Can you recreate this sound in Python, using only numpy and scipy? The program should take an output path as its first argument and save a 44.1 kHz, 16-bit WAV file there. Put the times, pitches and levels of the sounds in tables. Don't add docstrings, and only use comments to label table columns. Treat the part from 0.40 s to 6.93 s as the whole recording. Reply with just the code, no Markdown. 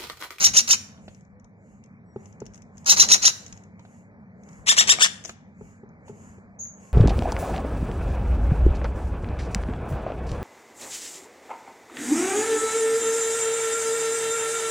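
import sys
import numpy as np
from scipy import signal
from scipy.fft import rfft, irfft, next_fast_len
from scipy.io import wavfile
from scipy.ndimage import uniform_filter1d, map_coordinates

SR = 44100
rng = np.random.default_rng(int(sys.argv[2]) if len(sys.argv) > 2 else 0)


def boost_factor(decibels):
    exponent = np.asarray(decibels, float) / 20
    return 10 ** exponent


def transcribe(signal):
    frames = np.atleast_2d(signal).T
    limited = np.clip(frames, -1, 1)
    pcm = np.round(limited * 32767).astype(np.int16)
    wavfile.write(sys.argv[1], SR, pcm)


N = 287973


def along(points, hz):
    f, v = np.transpose(points)
    return np.interp(np.log(hz + 1), np.log(f + 1), v)


def unit(x):
    return x / np.sqrt(np.mean(x ** 2) + 1e-20)


def wobble(rate, size):
    knots = rng.standard_normal(int(size * rate / SR) + 4)
    return map_coordinates(knots, [np.arange(size) * rate / SR])


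def filtered(x, response):
    m = next_fast_len(N + SR // 2)
    return irfft(rfft(x, m) * response(np.fft.rfftfreq(m, 1 / SR)), m)[..., :N]


def causal(points, hz):
    cep = irfft(np.log(boost_factor(along(points, hz))))
    cep[1:len(cep) // 2] *= 2
    cep[len(cep) // 2 + 1:] = 0
    return np.exp(rfft(cep))


def add(track, s, x):
    i = max(round(s * SR), 0)
    track[..., i:i + x.shape[-1]] += x[..., :track.shape[-1] - i]


def left_late(x, lag_s):
    return filtered(x, lambda hz: np.exp(-1j * np.pi * lag_s * np.outer([1, -1], hz)))


def rush(spectrum, patchy_db, alike=None):
    # f/Hz, left-right likeness
    room_likeness = [(60, .93), (180, .92), (550, 0.75), (1650, .95), (4970, 0.53), (15000, -1.1)]
    alike = room_likeness if alike is None else alike
    z = signal.stft(rng.standard_normal((2, N + 512)), nperseg=512)[2]
    field = uniform_filter1d(rng.standard_normal(z.shape[1:]), 6, 0)
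    field = uniform_filter1d(field, 14, 1)
    pair = signal.istft(z * boost_factor(patchy_db * unit(field)), nperseg=512)[1][:, :N]

    def mid_side(hz):
        turn = np.arccos(np.clip(along(alike, hz), -1, 1)) / 2
        return boost_factor(along(spectrum, hz)) * [np.cos(turn), np.sin(turn)]

    mid, side = filtered(pair, mid_side)
    return unit(np.array([mid + side, mid - side]))


def room_tone():
    # f/Hz, density/dB
    hum_colour = [(15, -71.5), (25, -29.5), (54, -30), (86, -2), (120, -7), (162, -3.5), (184, -1.5),
                  (231, -2), (269, -16), (296, -14.5), (330, -35), (430, -60.5), (730, -120)]
    # f/Hz, density/dB
    air_colour = [(160, -21.5), (280, -4.5), (380, -8.5), (403, -3.5), (796, -7.5), (1470, -16),
                  (1580, -14.5), (2370, -15), (2700, -40.5), (5910, -42.5), (9000, -50.5), (11700, -89),
                  (19800, -120)]
    # f/Hz, level/dB
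    hum_lines = [(193, -56.5), (219, -65), (103, -59)]
    # middle t/s, length/s, boom level/dB, rustle level/dB
    stirs = [
        (0.045, 0.39, 5.5, 7.5),
        (0.421, 0.35, 3, -0.5),
        (1.15, .7, -2, -3),
        (1.947, .3, 1, 1.5),
        (3.05, .3, -0.3, 4),
        (4.11, 0.15, 0.4, 4),
        (2.641, 0.34, 8, 16),
        (4.49, 0.46, 4.5, 15.5),
        (5.764, 0.52, 2.5, 1.5),
        (6.4, 1, -1, 2.5),
    ]
    hum_db, air_db = -51, -58.5
    t = np.arange(N) / SR
    stir_db = sum(np.exp(-(2 * (t - s) / length) ** 2) * np.array([[boom_db], [rustle_db]])
                  for s, length, boom_db, rustle_db in stirs)
    hum = boost_factor(hum_db + stir_db[0] + 0.17 * wobble(43, N)) * rush(hum_colour, patchy_db=-0.93)
    notes = sum(boost_factor(db + 1.9 * wobble(2.6, N)) * np.sin(2 * np.pi * hz * t + 0.99 * wobble(9, N))
                for hz, db in hum_lines)
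    air = boost_factor(air_db + stir_db[1] + 0.37 * wobble(3.3, N)) * rush(air_colour, patchy_db=2.0)
    return hum + notes + air


def port_rumble():
    # f/Hz, density/dB
    rumble_colour = [(15, -34.5), (30, -1.5), (60, 13), (130, -2), (300, -9.5), (600, -42)]
    return boost_factor(-62) * rush(rumble_colour, patchy_db=5.5, alike=[(30, 0.65), (150, 0.091)])


def call_shape(t, arch, breath, effort_db):
    rest_hz, lock_hz, lock_steep = 392, 1220, 20
    loose_rough, locked_rough = .8, .045
    snap_s, break_s = .0025, .004
    open_s = .006
    top_hz, top_s, rise_s, fall_s, square = arch
    lead_s, hold_s, release_s, break_hz = breath
    tension = np.exp(-(np.abs(t - top_s) / np.where(t < top_s, rise_s, fall_s)) ** square)
    hz = rest_hz + (top_hz - rest_hz) * tension
    locked = 1 / (1 + (np.where(t < top_s, lock_hz, break_hz) / hz) ** lock_steep)
    stages = [-lead_s, -snap_s / 2, snap_s / 2, hold_s, hold_s + break_s, hold_s + release_s]
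    gain = boost_factor(np.interp(t, stages, effort_db)) * np.clip((t + lead_s) / open_s, 0, 1) * (t < stages[-1])
    return hz, gain, loose_rough + (locked_rough - loose_rough) * locked


def syrinx(arch, breath, effort_db, calls, jitter, scatter_db, hiss, double, starve):
    out, t = np.zeros(N), np.arange(-2400, 3200) / SR
    orders = np.arange(1, 41)[:, None]
    for s, db, pitch, lead, tail in calls:
        hz, effort, slack = call_shape(t / np.where(t < 0, lead, tail), arch, breath, effort_db)
        rate = pitch * hz
        cycles = np.cumsum(rate * np.exp(jitter * slack * wobble(500, len(t)))) / SR
        harmonics = np.cos(2 * np.pi * orders * cycles) * (orders * rate < 17000)
        pulses = np.sum(harmonics, axis=0) * np.sqrt(rate / 8500)
        pulses -= starve * np.sqrt(rate / 8500) * np.cos(2 * np.pi * cycles)
        nth = np.round(cycles).astype(int)
        scatter = boost_factor(scatter_db * slack * rng.standard_normal(len(t))[nth])
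        size = scatter * (1 + double * (-1) ** nth)
        puff = rng.standard_normal(len(t)) * (1.64 + 1.0 * np.cos(2 * np.pi * cycles))
        voice = size * (pulses * np.sqrt(1 - slack) + hiss * puff * slack ** .8)
        voice *= boost_factor(db) * effort
        add(out, s + t[0], voice[max(round(-(s + t[0]) * SR), 0):])
    return out


def at_ports(voice, left, right, shadow, lag_s):
    def pair(hz):
        turn = np.exp(-1j * np.pi * hz * lag_s)
        return np.array([turn, boost_factor(along(right, hz) - along(left, hz)) / turn])

    return filtered(voice, lambda hz: causal(shadow, hz) * causal(left, hz) * pair(hz))


def chicks():
    # t/s, level/dB, pitch factor, lead-in stretch, arch stretch
    near_calls = [
        (0.042, -9.5, .99, 1.2, 1.01),
        (0.166, -9, .98, 0.88, 0.95),
        (.307, -10, .965, .9, .97),
        (2.495, -9, 1.01, .98, 1.05),
        (2.598, -8, 1.025, .98, 1.05),
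        (2.716, -8, 1.01, .9, 1.01),
        (2.852, -9, .99, 0.92, 1.01),
    ]
    side_calls = [
        (4.289, -9, 1, 1, 1.05),
        (4.384, -8, 1.01, .9, 1),
        (4.495, -7.5, 1.01, .9, 1.03),
        (4.62, -8, .99, 1, 0.95),
    ]
    # f/Hz, level/dB
    near_left = [(350, -12), (1300, -1), (1900, -3), (2900, -3), (3400, -6), (4080, 6), (4950, -6),
                 (5750, 10), (6700, 14), (7300, 5), (7800, -12), (8400, -11), (9000, -6), (11400, -8)]
    near_right = [(350, -23), (1300, 1.5), (1900, 1.5), (2900, -2.5), (3400, -10.5), (4000, 5), (5100, 6),
                  (5750, 12), (6200, -3), (6700, 8), (7300, 2.5), (7800, -8.5), (8700, 1), (11400, -8.5)]
    side_left = [(350, -19), (1300, -1), (1850, 4.5), (2600, 3.5), (3450, 4), (4000, -0.5), (4700, -0.5),
                 (5300, -2), (5900, 8.5), (6500, -4.5), (7200, 6), (8100, -1), (9100, -7), (10900, -13.5)]
    side_right = [(350, -24), (1300, -1.5), (1850, 0.5), (2600, -8.5), (3600, -0.5), (4300, -7), (5400, 2),
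                  (5900, -7), (6450, 6.5), (6900, -8.5), (7300, 0), (8100, -1.5), (9100, -12.5),
                  (10900, -10)]
    # f/Hz, level/dB
    near_shadow = [(80, -26.5), (350, 3.5), (9100, -2.5), (9700, -12), (10300, -12.5), (11200, -5.5),
                   (12200, -3.5), (13350, -23.5), (14000, -17), (15600, -11.5)]
    side_shadow = [(80, -25), (350, 0.5), (9200, -3.5), (9700, -15.5), (10700, -2), (11200, -10.5),
                   (11800, -32.5), (12800, -14), (13500, -20.5), (14600, -15), (15600, -20)]
    # f/Hz, level/dB
    beak_aside = [(1300, -2.5), (2900, 2), (4000, -4), (5800, 0), (7800, 0.5), (12000, 0)]
    turns_s = 1.5
    bob_s = .00002
    # top rate Hz, top s after the voiced onset, rise s, fall s, squareness
    near_arch, side_arch = (1990, .017, .0205, .0152, 2.1), (1835, .018, .0225, .0125, 3.1)
    # lead-in s, hold s, release s, rate Hz where the even pulses break up
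    near_breath, side_breath = (.038, .027, .027, 1400), (.029, .0245, .034, 1480)
    near_effort, side_effort = (-19.5, -11.5, 1, -2.5, -10, -23), (-23, -4.5, 4.5, 1, -5, -21.5)
    near = syrinx(near_arch, near_breath, near_effort, near_calls,
                  jitter=.45, scatter_db=0.5, hiss=1.037, double=0.14, starve=0.77)
    side = syrinx(side_arch, side_breath, side_effort, side_calls,
                  jitter=0.41, scatter_db=-3, hiss=1.01, double=0.062, starve=0.57)
    aside = filtered(near, lambda hz: causal(beak_aside, hz))
    near = np.where(np.arange(N) < turns_s * SR, aside, near)
    left, right = (at_ports(near, near_left, near_right, near_shadow, lag_s=.000285)
                   + at_ports(side, side_left, side_right, side_shadow, lag_s=-.00027))
    bob = bob_s * SR * wobble(8, N) / 2
    return np.array([map_coordinates(left, [np.arange(N) - bob]),
                     map_coordinates(right, [np.arange(N) + bob])])


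def room(x, t60s=None, gap=300, size=SR):
    # f/Hz, t60/s
    room_t60 = [(200, 0.37), (1500, 0.58), (6000, 0.39), (12000, 0.37)]
    t60s = room_t60 if t60s is None else t60s
    hz, t, z = signal.stft(rng.standard_normal((2, size)), SR, nperseg=128)
    tail = signal.istft(z * boost_factor(-60 * t / along(t60s, hz)[:, None]), SR, nperseg=128)[1]
    late = np.pad(np.atleast_2d(x), ((0, 0), (round(gap), 0)))
    return signal.oaconvolve(late, tail / np.linalg.norm(tail[0]), axes=1)[:, :N]


def crate(x, wet_db):
    # f/Hz, t60/s
    crate_t60 = [(300, 0.035), (2600, 0.12), (12000, 0.017)]
    bob = 3.2 * wobble(6.5, N)
    treble = filtered(x, lambda hz: 1 / (1 + (2400 / (hz + 1)) ** 8))
    blur = sum(room(treble * way(bob), crate_t60, gap=40, size=4096) for way in (np.cos, np.sin))
    return x + boost_factor(wet_db) * blur


def knocks():
    # t/s, peak level/dB, note f/Hz, t60/s, snap level/dB
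    hits = [(.575, -55, 720, 0.028, 9), (0.68, -25.5, 640, 0.0098, -10), (1.76, -23.5, 391, 0.04, -24),
            (2.018, -23.5, 412, 0.031, -25), (3.393, -48.5, 960, 0.035, 2.5),
            (3.45, -33.5, 685, 0.0097, -12), (4.586, -19.5, 2250, 0.017, -17), (4.848, -42, 654, 0.052, 10),
            (4.892, -33.5, 680, 0.035, 7.5), (5.21, -34.5, 414, 0.047, -25),
            (5.433, -36.5, 395, 0.043, -30), (5.68, -41, 895, 0.02, -3), (5.695, -34, 410, 0.068, -27),
            (5.982, -40, 398, 0.028, -15.5), (6.255, -49, 2025, 0.017, 1.5)]
    modes = [(.32, -5.5), (.55, -4), (1, 4), (2.1, -7), (3.2, -14)]
    out, t = np.zeros(N), np.arange(SR // 8) / SR
    for s, db, hz, t60, snap_db in hits:
        ring = sum(boost_factor(level_db - 60 * t * ratio ** 0.62 / t60) * np.sin(2 * np.pi * hz * ratio * t)
                   for ratio, level_db in modes)
        dull = uniform_filter1d(uniform_filter1d(rng.standard_normal(len(t)), size=6), size=4)
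        snap = dull * boost_factor(snap_db + 4.5 - 60 * t / 0.039)
        add(out, s, boost_factor(db) * (ring + snap) * (1 - np.exp(-t / 0.001423)))
    return out


def breaths():
    # peak t/s, level/dB, length/s
    puffs = [(0.7, -64, 0.32), (1.314, -70.5, 0.27), (1.863, -64.5, 0.25), (2.162, -63, 0.092),
             (2.401, -63.5, 0.15), (3.021, -56, 0.33), (3.195, -71.5, 0.23), (3.431, -74.5, 0.11),
             (3.545, -65, 0.27), (4.148, -60.5, 0.29), (4.882, -48.5, .12), (5.282, -63.5, .27),
             (5.689, -59.5, 0.07), (5.844, -59.5, 0.37), (6.457, -57.5, 0.25)]
    # f/Hz, density/dB
    nostril = [(1650, -20.5), (2800, -9.5), (3400, -21.5), (3770, -29.5), (4700, -18), (5560, -15),
               (6900, 2), (8450, -14.5), (14000, -19.5)]
    t = np.arange(N) / SR
    swell = sum(boost_factor(db) * np.exp(-(2.97 * (t - s) / length) ** 2) for s, db, length in puffs)
    return swell * rush(nostril, patchy_db=-1.0)


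def ticks():
    # t/s, peak level/dB, left over right/dB
    taps = [(0.7462, -46.5, 6), (0.8081, -55, 13), (0.8494, -61, 12), (0.9971, -60, 15),
            (1.0435, -59, 24.5), (1.4381, -47, 8.0), (1.4594, -59, 11.0), (1.8562, -45, 9.5),
            (1.9255, -52.5, 12), (2.0023, -39.5, 6), (2.1554, -43.5, 2.5), (2.1765, -48, 10),
            (2.2194, -43.5, 8), (2.2244, -57, 3), (2.4448, -40, 3), (3.0629, -32, 1), (3.0794, -40, 4),
            (3.1253, -31.5, 3.5), (3.236, -47, 6), (3.3942, -51.5, -5), (4.0347, -50, 8),
            (4.0876, -44.5, -1), (4.1294, -49, 5.5), (4.8544, -33.5, 26), (4.8788, -39, 16),
            (4.8938, -29.5, 3.5), (5.4894, -63, -10.5)]
    # t/s, peak level/dB, left over right/dB
    claps = [
        (2.0636, -36, 5),
        (2.1443, -39.5, 7.5),
        (2.3793, -39, 1),
        (3.1742, -41.5, 4),
        (4.8483, -25, 4),
    ]
    # f/Hz, width/Hz, level/dB
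    horn = [(2280, 2390, -8.5), (5286, 600, -2.5), (6460, 1130, -2.5), (9300, 2600, -31.5)]
    tip_lead_s, tip_db = .009, -7.5
    tips = [(s - tip_lead_s, db + tip_db, pan_db) for s, db, pan_db in claps]
    cracks, t = np.zeros((2, N)), np.arange(300) / SR
    shape = boost_factor(-60 * t / 0.017) * (1 - np.exp(-t / 0.00037))
    for s, db, pan_db in taps + claps + tips:
        crack = unit(shape * rng.standard_normal((2, len(t))))
        add(cracks, s, boost_factor(db + 6.5 + pan_db * np.array([[.5], [-.5]])) * crack)

    def beak(f):
        return sum((-1) ** k * boost_factor(db) * 1j * f * w / (c * c - f * f + 1j * f * w)
                   for k, (c, w, db) in enumerate(horn))

    return filtered(cracks, lambda f: beak(f) ** 2)


def whistles():
    # t/s, length/s, f/Hz, level/dB
    far_notes = [
        (0.816, 0.35, 2300, -81.5),
        (.92, 0.089, 509, -58.5),
        (1.421, 0.058, 2740, -79),
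        (1.656, .17, 5650, -79),
        (1.653, 0.11, 7780, -81.5),
        (6.045, 0.11, 706, -58.5),
        (6.429, 0.13, 1080, -61.5),
    ]
    out = np.zeros(N)
    for s, length, hz, db in far_notes:
        t = np.arange(round(length * SR)) / SR
        turn = 2 * np.pi * np.cumsum(hz * (1 + 0.012 * wobble(65, len(t)))) / SR
        level = boost_factor(db + 3 * wobble(40, len(t))) * np.sin(np.pi * t / length) ** .4
        add(out, s, level * np.sin(turn))
    return out


def far_chirp(s=6.189, db=-35, wet_db=9.0):
    t, out = np.arange(1300) / SR, np.zeros(N)
    glide_hz = np.interp(t, [0, .006, .016, .03], [6150, 6900, 6600, 6250])
    turn = 2 * np.pi * np.cumsum(glide_hz) / SR
    swell = np.sin(np.pi * t / t[-1]) ** 0.25
    add(out, s, boost_factor(db) * swell * (np.sin(turn) + boost_factor(-35.0) * np.sin(2 * turn)))
    direct = boost_factor(-5) * out
    return direct + boost_factor(wet_db) * room(out, gap=88)


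def scene():
    voices = chicks()
    small = ticks() + left_late(knocks(), lag_s=0.000137)
    close = crate(voices, wet_db=-11) + boost_factor(-17.5) * room(voices)
    close = close + crate(small, wet_db=-11) + boost_factor(-14) * room(small)
    close = filtered(close, lambda hz: (1j * hz / (50 + 1j * hz)) ** 2)
    far = far_chirp() + whistles()
    return close + far + breaths() + left_late(room_tone(), lag_s=0.00021) + port_rumble()


def masked(x, margin_db, slope_db, quiet_db):
    top_hz = 15850
    hz, _, z = signal.stft(np.array([x[0] + x[1], x[0] - x[1]]) / 2, SR, nperseg=2048)
    edges = np.searchsorted(hz, np.geomspace(1300, top_hz, num=34))
    widths = np.diff(edges, append=len(hz))
    power = np.add.reduceat(np.abs(z) ** 2, edges, axis=1) / widths[:, None]
    bands = np.arange(len(edges))
    apart = np.abs(np.subtract.outer(bands, bands))
    mask = boost_factor(-2 * slope_db * apart) @ power.max(axis=0) * boost_factor(-2 * margin_db) + boost_factor(2 * quiet_db)
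    z[:, edges[0]:] *= np.repeat(power > mask, widths, axis=1) * (hz[edges[0]:, None] < top_hz)
    mid, side = signal.istft(z, SR, nperseg=2048)[1][:, :N]
    return np.array([mid + side, mid - side])


def top_cut(x):
    return signal.sosfilt(signal.butter(12, 16730, fs=SR, output="sos"), x)


def record(dry):
    x = dry / (1 + np.abs(dry / .86) ** 6) ** (1 / 6)
    x = masked(x, margin_db=15, slope_db=3, quiet_db=-118)
    return top_cut(x)


dry = scene()
out = record(dry)
transcribe(out)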